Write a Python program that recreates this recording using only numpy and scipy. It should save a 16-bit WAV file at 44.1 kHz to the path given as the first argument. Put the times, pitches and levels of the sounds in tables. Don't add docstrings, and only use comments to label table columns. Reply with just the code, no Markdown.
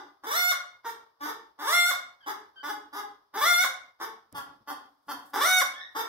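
import sys
import numpy as np
from scipy import signal
from scipy.fft import rfft, irfft, next_fast_len
from scipy.io import wavfile
from scipy.ndimage import uniform_filter1d, map_coordinates

SR = 44100
rng = np.random.default_rng(int(sys.argv[2]) if len(sys.argv) > 2 else 0)


def int16_out(signal):
    q = np.round(np.clip(np.atleast_2d(signal).T, -1, 1) * 32767)
    wavfile.write(sys.argv[1], SR, q.astype(np.int16))


def ratio(d):
    e = np.asarray(d, float) / 20
    return 10 ** e


N = 268402
LEAD = SR // 4

# (start [s], voice breaks after [s], high note [Hz], last push [Hz], level [dB])
SQUAWK_CALLS = [
    (.261, .249, 705.8, 722.8, -23),
    (1.631, 0.27, 693, 735.4, -22.5),
    (3.366, .269, 697.8, 753.4, -21),
    (5.364, 0.24, 732.5, 728, -19.5),
]
# (start [s], length [s], register flip after [s], upper register [Hz], level [dB])
CLUCK_CALLS = [(-.16, 0.081, 0.055, 410.6, -34.5), (0.23, 0.04, 0.02, 391, -39),
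               (0.839, 0.066, 0.011, 458.6, -36), (1.201, 0.11, 0.058, 453.9, -38),
               (1.583, 0.063, 0.038, 421.4, -38), (2.256, 0.064, 0.021, 439, -36),
               (2.625, 0.1, 0.062, 413, -37), (2.922, 0.088, 0.03, 398.2, -38),
               (3.333, 0.043, 0.019, 418.5, -36), (3.994, 0.061, 0.017, 445, -36.5),
               (4.34, 0.057, .015, 280, -37.5), (4.668, 0.056, 0.034, 271, -37),
               (5.076, 0.057, 0.037, 262, -34), (5.328, 0.046, 0.025, 419, -30),
               (5.944, 0.081, 0.018, 441.2, -33)]
# (centre [Hz], width [Hz], level [dB])
SHUT_BEAK_MODES = [(300.5, 186, 5.5), (836, 83, 3.5), (1035, 221, 7), (1464, 75, 1), (3393, 230, -7),
                   (4730, 130, -8.5), (7600, 460, -30.5), (12920, 6600, -14)]
# (centre [Hz], width [Hz], level [dB])
OPEN_BEAK_MODES = [(694, 150, -22.5), (1363, 294, 1.5), (2080, 396, 2.5), (3320, 600, -5.5),
                   (5590, 450, -9.5), (9100, 1500, -18), (11900, 9600, -18)]
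# (centre [Hz], width [Hz], depth [dB])
SHUT_BEAK_HOLLOWS = [(2520, 750, -11), (4300, 600, -17), (7250, 600, -16), (8600, 400, -9),
                     (9900, 600, -12), (12400, 500, -7)]
# (centre [Hz], width [Hz], depth [dB])
OPEN_BEAK_HOLLOWS = [(2560, 750, -16), (3100, 400, -6), (4620, 450, -12), (6350, 400, -13),
                     (8900, 600, -11), (10400, 500, -7), (13700, 600, -7)]
# (start [s], length [s], first pitch [Hz], last pitch [Hz], level [dB])
FAR_BIRD_SQUEAKS = [
    (2.205, 0.048, 1690, 1518, -58.5),
    (2.558, 0.069, 1577, 1531, -53.5),
    (5.741, .11, 1627, 1877, -45),
]
# (frequency [Hz], decay time t60 [s])
WALL_DECAY = [(200, 0.67), (400, 0.53), (750, 0.5), (1500, 0.45), (3000, 0.44), (8000, 0.31), (16000, 0.18)]
# (frequency [Hz], left-right likeness [0-1])
ECHO_LIKENESS = [(150, 0.94), (400, 0.68), (1000, 0.052), (2500, 0)]
# (time [s], tick level [dB], rumble level [dB], rumble t60 [s])
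GRIP_CREAKS = [
    (4.326, -43, -53.5, 0.8),
    (5.069, -61.5, -68, 1),
]
# (time [s], level [dB])
SLEEVE_LEVEL = [(0, -98), (4.299, -83), (4.751, -71.5), (5.0, -67), (5.3, -53), (5.902, -68), (6.1, -83)]
# (frequency [Hz], density [dB per Hz])
AIR_SPECTRUM = [(18, -55.5), (30, -45.5), (1130, 0), (2610, -28), (3490, -16), (4190, -21), (5040, -14),
                (7270, -36.5), (16000, -21)]
# (frequency [Hz], left minus right [dB])
PORT_IMBALANCE = [(60, -1.5), (110, -1.0), (200, 0.5), (380, 0.5), (700, 1.0), (1290, 0.5), (2380, -0.5),
                  (4400, -0.5), (8120, -3.5), (15000, -6.5)]


def squawk(length, note_hz, push_hz, db):
    middle_hz, step_hz = 437.1, 568.7
    ladder = [  # (time [s], pitch [Hz], effort [dB], beak opening [0-1])
        (0, .97 * middle_hz, -7.5, 0.18),
        (.037, 1.03 * middle_hz, -12, 0.18),
        (.052, step_hz, -2, 0.32),
        (.074, step_hz + 40.36, -2, 0.32),
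        (.104, note_hz, 0, 1),
        (length - .06, note_hz, -3, 1),
        (length, push_hz, -1.5, 1),
        (length + .013, step_hz, -2.5, 0.32),
        (length + .029, 456, -12, 0.32)]
    when, pitch, effort, opening = np.transpose(ladder)
    t = np.arange(0, when[-1], 1 / SR)
    settling = np.maximum(t - when[4], 0) / .03
    overshoot = .014 * np.e * settling * np.exp(-settling)
    hz = np.interp(t, when, pitch) * (1 + overshoot + .003 * wobble(25, len(t)))
    effort_db = np.interp(t, when, effort) + 1.5 * wobble(45.7, len(t))
    beak = np.interp(t, when, opening)
    rough = np.interp(hz, [450, 620, 695], [.18, .11, .03])
    return voice(hz, db + effort_db, beak, rough, loose=.2)


def cluck(length, flip, high_hz, db):
    low_hz = 296.9
    t = np.arange(round(length * SR)) / SR
    upper = np.clip((t - flip) / .012 + .5, 0, 1)
    rise = -0.0901 * np.exp(-t / 0.01098)
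    sag = -.15 * np.exp((t - length) / 0.00965)
    arch = 1 + rise + 1.1 * (t - flip) * upper + sag
    rough = .18 + .08 * upper + .4 * upper * (1 - upper)
    neck = (430 / high_hz) ** 0.16
    hz = (low_hz + (high_hz - low_hz) * upper) * arch
    level_db = db - 1.5 * (1 - upper) - 6 * np.exp(-t / 0.0026)
    return voice(hz, level_db, 0 * t, rough, neck)


def voice(hz, db, beak, rough, neck=1, loose=1):
    n = len(hz)
    rough, beak = np.clip(rough, 0, 1), np.clip(beak, 0, 1)
    hz = hz * (1 + .002 * wobble(40, n) + .1 * rough * wobble(200, n))
    turn = 2 * np.pi * np.cumsum(hz) / SR

    k = np.arange(1, 64)[:, None]
    spread = .13 * k ** 2
    slack = loose * np.exp(-np.arange(n) / (0.0088 * SR))
    bloom = ratio(-9 * slack * np.log2(1 + k * hz / 2000))
    unrest = [wobble(33.06, n) for _ in k]
    flicker = ratio(1.46 * np.log2(1 + k * hz / 3000) * unrest)
    audible = k * hz < .4 * SR
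    pulses = np.sum(np.cos(k * turn + spread) * flicker * bloom * audible, axis=0)
    pulses = pulses * np.sqrt(2 * hz / (.4 * SR))
    breath = 1.6 * (1 - slack) * rng.standard_normal(n) * (.5 + .5 * np.cos(turn))

    fade_in, fade_out = np.arange(n) / .009 / SR, np.arange(n)[::-1] / .012 / SR
    edge = np.clip(np.minimum(fade_in, fade_out), 0, 1) ** 1.5
    limp = 1 + 1.28 * rough * (1 + .5 * wobble(30.5, n)) * np.cos(turn / 2)
    size = ratio(db + 7 * rough * wobble(150, n)) * limp * edge
    flow = size * (np.sqrt(1 - rough ** 2) * pulses + rough * breath)

    flow = np.pad(flow, (0, 800))
    beak = np.pad(beak, (0, 800), mode="edge")
    shut = filtered(flow, throat(SHUT_BEAK_MODES, SHUT_BEAK_HOLLOWS, neck))
    wide = filtered(flow, throat(OPEN_BEAK_MODES, OPEN_BEAK_HOLLOWS, neck))
    return ratio(9) * ((1 - beak) * shut + beak * wide)


def throat(modes, hollows, neck):
    def response(f):
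        g = f * neck
        notch = 1
        for c, w, db in hollows:
            stiff, damped = c * c - g * g, 1j * g * w
            notch = notch * (stiff + damped * ratio(db)) / (stiff + damped)
        radiated = (1j * f / (230 + 1j * f)) ** 5
        return tract(modes)(g) * notch ** 2 * radiated
    return response


def tract(modes):
    return lambda f: sum(ratio(db) * 1j * f * w / (c * c - f * f + 1j * f * w) for c, w, db in modes)


def squeak(length, first_hz, last_hz, db):
    u = np.arange(round(length * SR)) / (length * SR)
    glide = first_hz + (last_hz - first_hz) * np.sin(np.pi * u / 2)
    hz = glide * (1 + 0.208 * length * wobble(314, len(u)))
    turn = 2 * np.pi * np.cumsum(hz) / SR
    tone = np.sin(turn) + ratio(-2.5) * np.sin(2 * turn) + ratio(-16) * np.sin(3 * turn)
    return ratio(db + 2.4 * wobble(121.5, len(u))) * np.sin(np.pi * u) ** 0.32 * tone


def shed(x, wet_db):
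    hz, t, z = signal.stft(rng.standard_normal((2, SR * 2 // 3)), SR, nperseg=256)
    hz = hz[:, None]
    angle = np.arccos(np.clip(along(ECHO_LIKENESS, hz), -1, 1)) / 2
    mid, side = z[0] * np.cos(angle), z[1] * np.sin(angle)
    decay_db = np.log2(1 + hz / 4000) - 60 * t / along(WALL_DECAY, hz)
    tail = signal.istft(np.array([mid + side, mid - side]) * ratio(decay_db), SR, nperseg=256)[1]
    tail = ratio(wet_db) * tail / np.linalg.norm(tail[0])
    tail = np.pad(tail, ((0, 0), (150, 0)))
    tail[[0, 1], rng.integers(0, 18, size=2)] = 1
    return signal.fftconvolve(x[None], tail, axes=1)


def creak(db, rumble_db, t60):
    t = np.arange(SR // 2) / SR
    body = tract([(140, 260, 20)])
    noise = rng.standard_normal((3, len(t)))
    low = filtered(noise, lambda f: body(f) * f / (f - 50j) / (1 + 1j * f / 400))
    tick = ratio(db - 60 * t / 0.0087) * np.diff(rng.standard_normal((2, len(t) + 1)))
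    rumble = ratio(rumble_db - 60 * t / t60 + 3.3 * wobble(44, len(t)))
    return tick + rumble * (low[2] + low[:2] / 2)


def sleeve():
    s, db = np.transpose(SLEEVE_LEVEL)
    level_db = np.interp(np.arange(N) / SR, s, db) + 4 * wobble(90, N)
    grain = rng.standard_normal((2, N)) * ratio(level_db)
    return filtered(grain, lambda hz: (hz / (hz + 1j * 9000)) ** 4)


def air_and_hiss():
    air = filtered(rng.standard_normal((2, N)), lambda hz: ratio(along(AIR_SPECTRUM, hz)))
    return ratio(-65.5) * air / np.std(air)


def along(points, hz):
    f, v = np.transpose(points)
    return np.interp(np.log(hz + 1), np.log(f + 1), v)


def wobble(rate, n):
    knots = rng.standard_normal(int(n * rate / SR) + 4)
    return map_coordinates(knots, [np.arange(n) * rate / SR])


def filtered(x, response):
    m = next_fast_len(x.shape[-1] + 4096)
    return irfft(rfft(x, m) * response(np.fft.rfftfreq(m, 1 / SR)), m)[..., :x.shape[-1]]


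def add(track, s, x):
    part = track[:, LEAD + round(s * SR):][:, :x.shape[1]]
    part += x[:, :part.shape[1]]


def scene():
    track = np.zeros((2, N + LEAD))
    for s, *call in SQUAWK_CALLS:
        add(track, s, shed(squawk(*call), wet_db=0.0))
    for s, *call in CLUCK_CALLS:
        add(track, s, shed(cluck(*call), wet_db=2.0))
    for s, *call in FAR_BIRD_SQUEAKS:
        add(track, s, shed(squeak(*call), wet_db=3.5))
    for s, *grip in GRIP_CREAKS:
        add(track, s, creak(*grip))
    return track[:, LEAD:] + sleeve() + air_and_hiss()


def low_pass(x):
    return signal.sosfilt(signal.butter(12, 16820, fs=SR, output="sos"), x)


def record(dry):
    def ports(hz):
        treble = np.clip((15950 - hz) / 300, 0, 1) / (1 + (hz / 14500) ** 6)
        return treble * ratio(np.outer([.5, -.5], along(PORT_IMBALANCE, hz)))

    x = filtered(dry, ports)
    power = np.abs(uniform_filter1d(np.mean(x ** 2, axis=0), size=900)) + 1e-12
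    diaphragm = tract([(75, 90, 16.7)])
    flutter = filtered(rng.standard_normal((3, N)), lambda f: diaphragm(f) * f / (f - 25j))
    unrest = .85 * flutter[:2] + flutter[2]
    x = x + ratio(-61.5) * power ** 0.16 * unrest
    gate = ratio(0.75 * np.minimum(10 * np.log10(power) + 55, 0))
    return low_pass(x * gate)


dry = scene()
out = record(dry)
int16_out(out)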